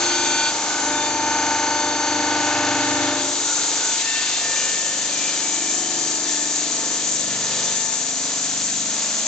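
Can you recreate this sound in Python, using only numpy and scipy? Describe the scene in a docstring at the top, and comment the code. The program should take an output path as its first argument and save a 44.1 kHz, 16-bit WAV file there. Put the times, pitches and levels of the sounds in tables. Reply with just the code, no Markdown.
"""Bridge saw in stone

A water-cooled bridge saw grinds through a slab in a workshop: a deep, droning cut for three seconds,
then a lighter pass. Each turn repeats a pattern of segment blows; the depth of the bite sets chatter
and drone, and the steel disc whines and squeals on multiples of the turning rate. Coloured noise makes
the rasp of grit, the rush of slurry and the hiss of cooling water, heard by a small stereo recorder."""
import sys
import numpy as np
from scipy import signal
from scipy.fft import rfft, irfft, next_fast_len
from scipy.io import wavfile
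from scipy.ndimage import uniform_filter1d

SR = 44100
rng = np.random.default_rng(int(sys.argv[2]) if len(sys.argv) > 2 else 0)


def wav_record(signal):
    """Record a signal, one row per channel, as 16-bit PCM in the file named by sys.argv[1]."""
    frames = np.transpose(np.atleast_2d(signal))
    bounded = np.clip(frames, -1, 1)
    # unit amplitude maps onto the largest positive 16-bit level
    quanta = np.round(bounded * 32767).astype(np.int16)
    wavfile.write(sys.argv[1], SR, quanta)


N = 408807

# Blade speed. Each row: time in seconds, turns per second.
BLADE_SPEED = [(0.0, 24.98), (0.35, 24.93), (0.61, 24.97), (1.1, 24.875), (3.24, 24.895), (4.1, 24.96),
               (4.5, 24.88), (5.56, 24.72), (6.23, 24.7), (9.27, 24.72)]
# How deep the blade bites. Each row: time in seconds, depth from 0 to 1.
BITE_DEPTH = [(0, 0.78), (.48, 0.7), (.55, 0.68), (.68, 0.67), (.88, 0.82), (2.0, 0.89), (2.6, 0.98),
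              (3.1, 0.97), (3.33, 0.44), (4.1, 0.3), (4.9, 0.16), (6.4, 0.12), (9.27, 0.01)]

# Colour of the slurry and churned air. Each row: frequency in Hz, relative level in dB per Hz.
SLURRY_COLOUR = [(25, -31), (60, -21.5), (120, -11.5), (250, -4.5), (500, -1), (750, -2), (1100, -2.5),
                 (1700, -4), (2100, -19.5), (3000, -33)]
# Rasp of grit in the kerf, before surge and flicker. Each row: time in seconds, level in dB.
GRIT_LEVEL = [(0, -28.5), (.45, -31), (.56, -34), (1.6, -36), (2.8, -31), (3.15, -32.5), (3.35, -31.5),
              (3.7, -30.5), (4.2, -28), (4.6, -32.5), (5.3, -31.5), (5.8, -34.5), (6.4, -33), (7.3, -33.5),
              (7.65, -31), (7.95, -35), (9.27, -32.5)]
# Colour of the grit. Each row: frequency in Hz, relative level in dB per Hz.
GRIT_COLOUR = [(1000, -32), (1700, -5), (2200, -3.5), (3000, -1), (4200, 1.5), (5200, -1), (6200, -8.5),
               (8000, -40.5)]
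# Hiss of water thrown off the rim, before a fixed lift. Each row: time in seconds, level in dB.
SPRAY_LEVEL = [(0, -32.5), (.6, -31), (1.2, -36), (2.1, -35), (3.1, -32), (3.28, -26), (3.72, -25.5),
               (5.1, -26.5), (6.4, -26), (7.04, -26), (7.12, -23.5), (7.24, -27), (7.5, -27.5), (7.76, -25),
               (8.1, -27.5), (8.6, -25.5), (9.27, -27)]
# Colour of the spray. Each row: frequency in Hz, relative level in dB per Hz.
SPRAY_COLOUR = [(3500, -38.5), (5100, -16), (5700, -4.5), (6300, -1.5), (6950, 0), (7550, -3), (8000, -9),
                (8350, -13), (8800, -31)]

# Hums of guard, frame and slab. Each row: multiple of the turning rate, level in dB in the lightest cut,
# level in dB in the deepest.
FRAME_TONES = [(4, -69.5, -46), (5, -58.5, -53.5), (6, -59.5, -71.5), (7, -56, -60.5), (8, -54.5, -64),
               (9, -57, -48.5), (10, -57, -54), (11, -54, -37.5), (12, -60, -31.5), (13, -58, -43),
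               (14, -54.5, -37.5), (19, -60.5, -39.5), (24, -62.5, -33), (26, -57.5, -57), (28, -50, -49.5),
               (30, -54, -52)]
# Hums swelling and fading as the head travels along the bridge. Each row: start in seconds,
# length in seconds, multiple of the turning rate, level in dB at the crest.
HUM_SWELLS = [(-.3, 0.81, 14, -33.5), (-.2, 0.74, 11, -41), (.7, 0.39, 11, -40), (2.1, 1.43, 5, -45.5),
              (2.3, 1.22, 11, -33.5), (2.096, 1.32, 12, -39), (2.7, 0.97, 14, -37.5), (2.4, 0.76, 24, -42),
              (2.95, 0.48, 24, -36.5), (3.1, 0.94, 12, -41), (4.35, 0.19, 28, -42.5), (4.4, 5.3, 6, -54.5),
              (4.6, 2, 8, -52.5), (4.6, 1.8, 11, -46.5), (4.696, 3, 12, -40), (4.9, 3.4, 13, -47.5),
              (5.0, 1.9, 14, -42.5), (5.547, 0.75, 30, -45.5), (5.4, 3.8, 10, -47), (7.0, 0.99, 5, -49),
              (6.8, 1.3, 8, -46.5), (7.602, 1.46, 11, -44), (7.803, 1.7, 12, -45), (8.1, 0.96, 5, -53.5),
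              (7.9, 1.5, 7, -50.5), (8.09, 1.8, 9, -45.5), (8.7, 1.5, 26, -44)]
# Hums sagging as the disc rubs and then comes free. Each row: start in seconds, length in seconds,
# multiple of the turning rate, change in dB at the lowest point.
HUM_DIPS = [(-.7, 1.5, 12, -2.5), (.35, 0.37, 11, -10), (.45, .3, 14, -3), (0.35, 0.63, 24, -4.5),
            (0.5, 0.37, 4, -6)]

# Hoarse screeches of grit scraping a disc resonance without locking it. Each row: start in seconds,
# length in seconds, first frequency in Hz, last frequency in Hz, level in dB at the crest.
SCREECHES = [(-.15, 0.32, 4230, 4240, -33), (3.33, 0.43, 1450, 1420, -36), (3.704, .32, 1460, 1450, -38),
             (3.75, 0.27, 3510, 3530, -39), (3.9, 2.3, 3030, 3070, -41), (4.45, 0.31, 2850, 2850, -37),
             (4.3, 0.7, 2350, 2300, -42), (5.05, 0.7, 2350, 2260, -40), (5.1, 0.28, 2650, 2680, -43),
             (5.15, 0.23, 3540, 3500, -41), (5.5, 0.35, 2370, 2370, -40), (5.55, .7, 3100, 3080, -41),
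             (7.45, 0.45, 3580, 3600, -40.5), (7.8, 1.6, 4280, 4270, -46)]

# Tones of the steel disc. Each row: multiple of the turning rate, level in dB in the lightest cut,
# level in dB in the deepest, level in dB that the rub builds towards.
DISC_TONES = [(36, -50.5, -33, -29), (57, -57.5, -42.5, -38), (60, -64, -39, -27.5), (72, -52, -43, -56),
              (84, -60, -45, -46), (96.3, -50.5, -48, -33), (108, -58, -48.5, -37),
              (133, -58.5, -51.5, -34), (144, -48, -44, -35), (180, -53.5, -47.5, -28.5),
              (252, -53.5, -50, -37), (288, -51, -45, -35)]
# Squeals, where one tone of the disc catches. Each row: start in seconds, length in seconds,
# multiple of the turning rate, level in dB.
SQUEALS = [(-.1, 0.71, 252, -30), (-.1, .3, 288, -34), (-.1, .65, 144, -38), (-.1, 0.5, 180, -38),
           (-.05, 0.46, 60, -37), (.2, 0.36, 288, -37), (.48, .3, 36, -35.5), (.63, 0.49, 60, -32.5),
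           (.72, .55, 288, -34), (.75, 0.36, 252, -34.5), (0.747, 2.64, 36, -31), (0.753, 2.1, 72, -42.5),
           (.88, 0.26, 144, -34.5), (.85, 0.87, 96, -41), (0.943, 0.41, 180, -37.5),
           (1.048, 1.55, 252, -31.5), (1.1, 1, 36, -30), (1.206, 2.26, 60, -35), (1.202, 1.9, 180, -39.5),
           (1.2, 1.1, 288, -43), (1.6, .85, 180, -37), (1.72, 0.35, 144, -38.5), (1.703, 1.65, 72, -49),
           (1.997, 1.9, 36, -42.5), (2.2, 0.76, 60, -36), (2.3, 1, 108, -44.5), (2.403, 1.1, 72, -39.5),
           (2.747, .6, 144, -43), (3.4, 0.9, 36, -41.5), (3.5, 0.13, 252, -26), (4, 0.32, 72, -31.5),
           (3.997, 0.48, 108, -36.5), (4.003, 0.51, 144, -38.5), (3.75, .25, 60, -38), (4.05, .4, 60, -43),
           (4.1, 0.27, 180, -41), (4.17, .27, 144, -36), (4.362, 0.33, 72, -35), (4.4, 0.72, 72, -37),
           (4.3, 0.89, 108, -43.5), (4.4, .3, 36, -44), (4.5, 0.45, 144, -43), (4.5, .27, 96, -42),
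           (4.53, 0.23, 60, -44), (4.9, 0.75, 72, -44), (5.08, 0.31, 96, -38.5), (5.3, 0.43, 36, -44.5),
           (5.5, 1.2, 72, -46), (5.802, 1, 36, -45), (6.2, .3, 144, -41), (6.25, .45, 72, -41),
           (6.68, 0.36, 36, -43), (6.7, .4, 72, -45.5), (7.148, 1.04, 72, -44), (7.35, .92, 36, -45),
           (8.87, 0.28, 36, -45)]
# How deeply the wobble of the disc throbs its tones. Each row: multiple of the turning rate,
# share from 0 to 1.
WOBBLE_THROB = [(36, 0.18), (60, 0.23), (180, .2), (252, .12), (288, 0)]

# Chatter colour in the deep cut. Each row: frequency in Hz, relative level in dB per line.
DEEP_COLOUR = [(50, -70.5), (100, -56.5), (170, -62), (450, -55.5), (700, -40), (1100, -52), (1450, -42.5),
               (1950, -53.5), (2200, -47), (3000, -54), (4500, -52.5), (5400, -50.5), (6200, -44.5),
               (7300, -49.5), (8500, -81.5)]
# Chatter colour in the light cut. 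Each row: frequency in Hz, relative level in dB per line.
LIGHT_COLOUR = [(50, -81.5), (100, -68), (170, -66.5), (260, -61), (420, -53.5), (700, -56.5), (1100, -59),
                (1400, -58.5), (2000, -60.5), (3000, -59.5), (4500, -55), (6500, -52), (8500, -70)]
# Strong lines of the deep chatter. Each entry: multiple of the turning rate, relative level in dB.
DEEP_LINES = {32: -38.5, 33: -36.5, 34: -43, 35: -44, 37: -38.5, 40: -46, 48: -39.5, 56: -46.5, 58: -48.5,
              61: -43.5, 64: -44.5, 70: -45.5, 73: -46.5, 85: -45.5, 87: -45.5, 89: -44, 120: -42.5, 251:
              -40.5}

# Standing waves that lift or hollow a band as the head moves. Each row: start in seconds,
# length in seconds, first frequency in Hz, last frequency in Hz, width in Hz, change in dB at the crest.
STANDING_WAVES = [(.42, 0.49, 1850, 1850, 350, -3), (2.85, .55, 880, 880, 160, -2),
                  (2.85, 1.04, 3700, 3870, 600, 2.5), (3.15, 0.62, 1850, 2020, 604, -2),
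                  (3.15, 0.6, 2700, 2930, 900, -2), (3.2, 1.4, 190, 195, 46, -7.5),
                  (3.9, 0.6, 560, 560, 200, -5), (4.1, 1.5, 520, 570, 46, 5), (5.3, 1.5, 514, 520, 46, -18),
                  (5.4, 1.7, 600, 640, 46, 7.5), (5.1, 0.99, 740, 745, 46, 3.5),
                  (6.4, 2.2, 660, 665, 46, 3), (6.603, 1.3, 530, 523, 46, 5.5),
                  (6.9, 0.67, 440, 440, 46, 3), (7.6, 1.4, 720, 720, 46, 2.5), (7.7, 1.9, 368, 368, 46, -7)]
# Reflected sound on the side signal. Each row: frequency in Hz, gain in dB.
REFLECTION_COLOUR = [(60, -30), (300, -30), (600, -21), (1100, -16), (2200, -9.5), (4400, -4.3),
                     (7000, -4.5), (8500, -4.5)]
# Lean of the hiss to the left as the spray swings about. Each row: time in seconds,
# side signal as a share of the mid before the colour below.
HISS_LEAN = [(0, .17), (2.8, .13), (3.25, .3), (3.8, .22), (4.15, .35), (4.45, .27), (5.3, .37), (6.2, .41),
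             (6.8, .28), (7.2, .37), (7.45, .23), (7.9, .5), (8.3, .26), (9.27, .31)]
# Colour of that lean, weak at 2 to 3 kHz and strongest from about 4 to 7 kHz.
# Each row: frequency in Hz, gain in dB.
HISS_LEAN_COLOUR = [(500, -6), (2000, -13), (3000, -12), (3700, -3), (4300, 1.5), (6000, 1), (7000, -1.5),
                    (8500, -4)]
# Standing-wave path of the disc tones to the microphones. Each row: frequency in Hz,
# lean to the left as a share, lead of the left as a share.
WHINE_SIDE = [(900, .105, .17), (1800, .11, .22), (2700, -.04, .6), (3600, -.06, .72), (4480, 0, .6),
              (6270, .25, .55), (7170, .45, .85)]
# Narrow notches of the recorder's filters. Each row: frequency in Hz, width in Hz.
NOTCHES = [(5430, 260), (7905, 240), (8100, 240)]

# Levels in dB: (lightest cut, deepest cut)
CHATTER_DB, SLURRY_DB = (-32.5, -25.5), (-42.5, -32.5)
# The contact surges at an even pace: one crest and the period in seconds
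SURGE_AT_S, SURGE_PERIOD_S = 4.53, 0.76
CHATTER_SURGE_DB, GRIT_SURGE_DB = 2.0, -0.5  # at zero depth; the grit sinks as the chatter swells
# Disc rubbing in the kerf, all its tones ringing at once: (start, length) in seconds
RUB = (-0.015, 0.543)
RUB_GROW_DB_PER_S, RUB_EDGE_S = 18, 0.053  # builds until the disc comes free; attack and release
SQUEAL_ATTACK_S, SQUEAL_RELEASE_SHARE = 0.091, 0.39  # release as a share of the squeal's length
# The blade finds a new seat in the kerf and the hums slip in phase: (start, length) in seconds
RESEAT = (0.55, 0.34)
GROUPS = 12  # groups of segments around the rim
DEEP_GROUP_DB, LIGHT_GROUP_DB = 4, 5.5  # lift on multiples of the groups' passing rate
LOOSE_DEPTH, HELD_DEPTH = 0.19, 0.92  # chatter shifts freely below the first, holds one pattern above
SCREECH_WIDTH_HZ = 62
MACHINE_LEAN = 0.115  # lean to the left: side signal as a share of the mid
TOP_HZ = 8850


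def undb(db):
    """Decibels to gain."""
    return 10 ** (np.asarray(db) / 20)


def unit(x):
    """Scale to rms 1."""
    return x / np.sqrt(np.mean(x ** 2))


def seconds():
    """Time of every sample."""
    return np.arange(N) / SR


def curve(rows):
    """Join (seconds, value) rows by straight lines."""
    return np.interp(seconds(), *np.transpose(rows))


def colour(hz, points):
    """Gain of a (Hz, dB) spectrum at the given frequencies."""
    point_hz, db = np.transpose(points)
    return undb(np.interp(np.log(hz + 1), np.log(point_hz), db))


def shape(x, response):
    """Filter by a function of frequency."""
    size = next_fast_len(N + 4096)
    spectrum = rfft(x, size) * response(np.fft.rfftfreq(size, 1 / SR))
    return irfft(spectrum, size)[:N]


def noise(points):
    """Noise of a given colour, rms 1."""
    return unit(shape(rng.standard_normal(N), lambda hz: colour(hz, points)))


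def walk(rate):
    """Wandering control signal, rms 1: random levels, `rate` per second, smoothed twice."""
    hold = int(SR / rate)
    steps = np.repeat(rng.standard_normal(N // hold + 1), hold)
    return unit(uniform_filter1d(uniform_filter1d(steps, hold), hold)[:N])


def around(table, turns):
    """Read a table laid once around the blade."""
    return np.interp(turns % 1 * len(table), np.arange(len(table) + 1), np.append(table, table[0]))


def line(multiple, turns, drift=0):
    """One multiple of the turning rate, rms 1, from a random phase; drift is in radians."""
    return np.sqrt(2) * np.cos(2 * np.pi * (multiple * turns + rng.random()) + drift)


def by_depth(depth, light_db, deep_db):
    """Gain that moves evenly in dB from the lightest cut to the deepest."""
    return undb(light_db + (deep_db - light_db) * depth)


def catch(start, length, attack_s, release_s):
    """Envelope of a ringing: attack, hold, release."""
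    t = seconds() - start
    return np.clip(np.minimum(t / attack_s, (length - t) / release_s), 0, 1)


def swell(start, length):
    """Envelope of a passing resonance: one smooth arch."""
    return np.sin(np.pi * np.clip((seconds() - start) / length, 0, 1))


def surge(depth):
    """Slow, even rise and fall of the contact; a deep kerf holds the blade steady."""
    return (1 - depth) * np.cos(2 * np.pi * (seconds() - SURGE_AT_S) / SURGE_PERIOD_S)


def resonance(x, start, length, first_hz, last_hz, width_hz):
    """Band-pass whose centre glides between two frequencies: shift to 0 Hz, low-pass, shift back."""
    centre_hz = curve([(start, first_hz), (start + length, last_hz)])
    carrier = np.exp(2j * np.pi * np.cumsum(centre_hz) / SR)
    pole = np.exp(-np.pi * width_hz / SR)
    return 2 * np.real(carrier * signal.lfilter([1 - pole], [1, -pole], x * carrier.conj()))


def rim(uneven_db, floor, size=4096):
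    """Contact force over one turn: the groups of segments each stand a little higher or lower."""
    angle = np.arange(size) / size * GROUPS
    height = undb(uneven_db * rng.standard_normal(GROUPS))[angle.astype(int)]
    return unit(floor + height * np.sin(np.pi * angle) ** 4)


def slurry_gain(depth):
    """Slurry and churned air rush louder as the blade bites deeper."""
    return by_depth(depth, *SLURRY_DB)


def grit_gain(depth):
    """Grit rasps unevenly in the kerf and gives way slightly at each surge of the contact."""
    return undb(curve(GRIT_LEVEL) + GRIT_SURGE_DB * surge(depth) + walk(45))


def spray_gain():
    """Water leaves the rim in uneven splashes: the hiss flickers slowly, quickly and very quickly."""
    flicker_db = 0.7 * walk(10) + 0.5 * walk(70) + 0.54 * walk(500)
    return undb(curve(SPRAY_LEVEL) + 1.0 + flicker_db)


def wash(turns, force, depth):
    """Slurry, grit and spray pulse with the segments: the direct sound and an unrelated reflected twin."""
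    pulse = np.clip(0.076 + (0.21 - 0.076) * depth, 0, 1)
    wobble = 0.083 * np.cos(2 * np.pi * turns)
    gate = 1 - pulse + pulse * around(force, turns) + wobble
    # Even out the average over several turns, then flutter
    gate = gate / np.sqrt(uniform_filter1d(gate ** 2, size=7100)) * undb(0.06 * walk(35))
    layers = [(SLURRY_COLOUR, slurry_gain(depth)),
              (GRIT_COLOUR, grit_gain(depth)),
              (SPRAY_COLOUR, spray_gain())]
    direct = gate * sum(noise(points) * gain for points, gain in layers)
    reflected = gate * sum(noise(points) * gain for points, gain in layers)
    return direct, reflected


def drone(turns, depth):
    """Hums of guard, frame and slab beat together, follow the depth and wander more in a light cut."""
    hums = 0
    reseated = curve([(RESEAT[0], 0), (sum(RESEAT), 1)])
    for multiple, light_db, deep_db in FRAME_TONES:
        passing = sum(undb(db) * swell(start, length)
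                      for start, length, tone, db in HUM_SWELLS if round(tone) == round(multiple))
        dip_db = sum(db * swell(start, length)
                     for start, length, tone, db in HUM_DIPS if round(tone) == round(multiple))
        slip = rng.uniform(-2.5, 2.5) * reseated
        drift = (0.75 - 0.45 * depth) * walk(2.5) + 0.15 * walk(20) + slip
        gain = np.hypot(by_depth(depth, light_db, deep_db), passing)
        hums = hums + line(round(multiple), turns, drift) * gain * undb(dip_db + walk(9))
    return hums * undb(0.62 * walk(25))


def screeches():
    """Scraping grit rings one resonance of the disc for a moment: narrow noise, hoarse and gliding."""
    scrapes = 0
    for start, length, first_hz, last_hz, db in SCREECHES:
        scrape = resonance(rng.standard_normal(N), start, length, first_hz, last_hz, SCREECH_WIDTH_HZ)
        scrapes = scrapes + unit(scrape) * undb(db) * swell(start, length)
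    return scrapes


def whines(turns, depth):
    """The disc sings on multiples of its speed as it bites, rubs or catches; wobble throbs all but the top."""
    disc = 0
    rub_growth_db = RUB_GROW_DB_PER_S * np.minimum(seconds() - sum(RUB), 0)
    rub = catch(*RUB, RUB_EDGE_S, RUB_EDGE_S) * undb(rub_growth_db)
    for multiple, light_db, deep_db, rub_db in DISC_TONES:
        squeal_power = 0
        for start, length, tone, db in SQUEALS:
            if round(tone) == round(multiple):
                squeal = undb(db) * catch(start, length, SQUEAL_ATTACK_S, SQUEAL_RELEASE_SHARE * length)
                squeal_power = squeal_power + squeal ** 2
        gain = np.sqrt(by_depth(depth, light_db, deep_db) ** 2 + (undb(rub_db) * rub) ** 2 + squeal_power)
        throb_depth = np.interp(multiple, *np.transpose(WOBBLE_THROB))
        throb = 1 + throb_depth * np.cos(2 * np.pi * (turns + rng.random()))
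        # A loose contact roughens the tone
        judder = 0.035 * np.sqrt(multiple) * (1 - 0.85 * depth) * walk(130)
        tone = line(multiple, turns, 0.02 * np.sqrt(multiple) * walk(11) + judder)
        flicker_db = 0.9 * walk(19) + (0.5 - depth) * walk(3.7)
        disc = disc + tone * throb * gain * undb(flicker_db)
    return disc


def turn_pattern(force, points, lines, group_db, scatter_db, count=350):
    """One turn of chatter: the blows set the timing of the lines, disc and slab set their strength."""
    blows = rfft(force * rng.standard_normal(len(force)))[:count]
    scatter = undb(scatter_db * (rng.standard_normal(count).clip(-2, 2) - 1.0))
    gain = colour(np.arange(count) * BLADE_SPEED[0][1], points) * scatter
    gain[::GROUPS] *= undb(group_db)
    gain[list(lines)] = undb(list(lines.values()))
    # Disc and frame multiples sound on their own
    gain[[0, *(round(row[0]) for row in DISC_TONES + FRAME_TONES)]] = 0
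    return unit(irfft(gain * blows / np.abs(blows), 2 * len(force)))


def chatter(turns, force, depth):
    """Segments knock on stone: a deep cut holds one pattern, a light one drifts among four and surges."""
    deep = around(turn_pattern(force, DEEP_COLOUR, DEEP_LINES, DEEP_GROUP_DB, scatter_db=4.0), turns)
    patterns = [around(turn_pattern(force, LIGHT_COLOUR, {}, LIGHT_GROUP_DB, scatter_db=4.5), turns)
                for _ in range(4)]
    contact = undb(np.array([8 * walk(2) for _ in patterns]))
    light = np.sum(contact * patterns, axis=0) / np.linalg.norm(contact, axis=0)
    held = np.sqrt(np.clip((depth - LOOSE_DEPTH) / (HELD_DEPTH - LOOSE_DEPTH), 0, 1))
    blend = held * deep + np.sqrt(1 - held ** 2) * light  # equal-power crossfade
    waver_db = CHATTER_SURGE_DB * surge(depth) + 1.05 * walk(9)
    return blend * by_depth(depth, *CHATTER_DB) * undb(waver_db)


def microphones(machine, whine, hiss, reflected):
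    """The saw is louder and earlier on the left; reflections widen the treble and scatter the whines."""
    direct = machine + hiss
    # An imaginary gain turns the phase, so the left channel leads
    lead = shape(direct, lambda hz: 1j * np.interp(hz, [0, 1600], [0, 0.3]))
    hiss_side = curve(HISS_LEAN) * shape(hiss, lambda hz: colour(hz, HISS_LEAN_COLOUR))
    lean = MACHINE_LEAN * machine + hiss_side
    tone_hz, tone_lean, tone_lead = np.transpose(WHINE_SIDE)
    scatter = shape(whine, lambda hz: np.interp(hz, tone_hz, tone_lean + 1j * tone_lead))
    side = lean + lead + scatter + shape(reflected, lambda hz: colour(hz, REFLECTION_COLOUR))
    mid = direct + whine
    return np.array([mid + side, mid - side])


def travel(x):
    """Standing waves of the workshop lift and hollow drifting bands as the head moves."""
    changes = 0
    for start, length, first_hz, last_hz, width_hz, db in STANDING_WAVES:
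        band = resonance(x, start, length, first_hz, last_hz, width_hz)
        changes = changes + (undb(db * swell(start, length)) - 1) * band
    return x + changes


def scene():
    """One turning blade drives the layers, and the workshop carries them to the microphones."""
    turns = np.cumsum(curve(BLADE_SPEED)) / SR
    depth = np.clip(curve(BITE_DEPTH), 0, 1)
    force = rim(uneven_db=4.0, floor=0.38)
    hiss, reflected_hiss = wash(turns, force, depth)
    machine = drone(turns, depth) + screeches() + chatter(turns, force, depth)
    # A second, unrelated chatter stands for its reflections
    reflected = reflected_hiss + undb(0.5) * chatter(turns, force, depth)
    return travel(microphones(machine, whines(turns, depth), hiss, reflected))


def record(dry):
    """The recorder notches the treble and cuts the top steeply."""
    for hz, width_hz in NOTCHES:
        dry = signal.lfilter(*signal.iirnotch(hz, hz / width_hz, fs=SR), dry)
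    low_pass = signal.ellip(10, 0.2, 80, TOP_HZ, fs=SR, output="sos")  # ripple and stop-band in dB
    return signal.sosfilt(low_pass, dry)


dry = scene()
out = record(dry)
wav_record(out)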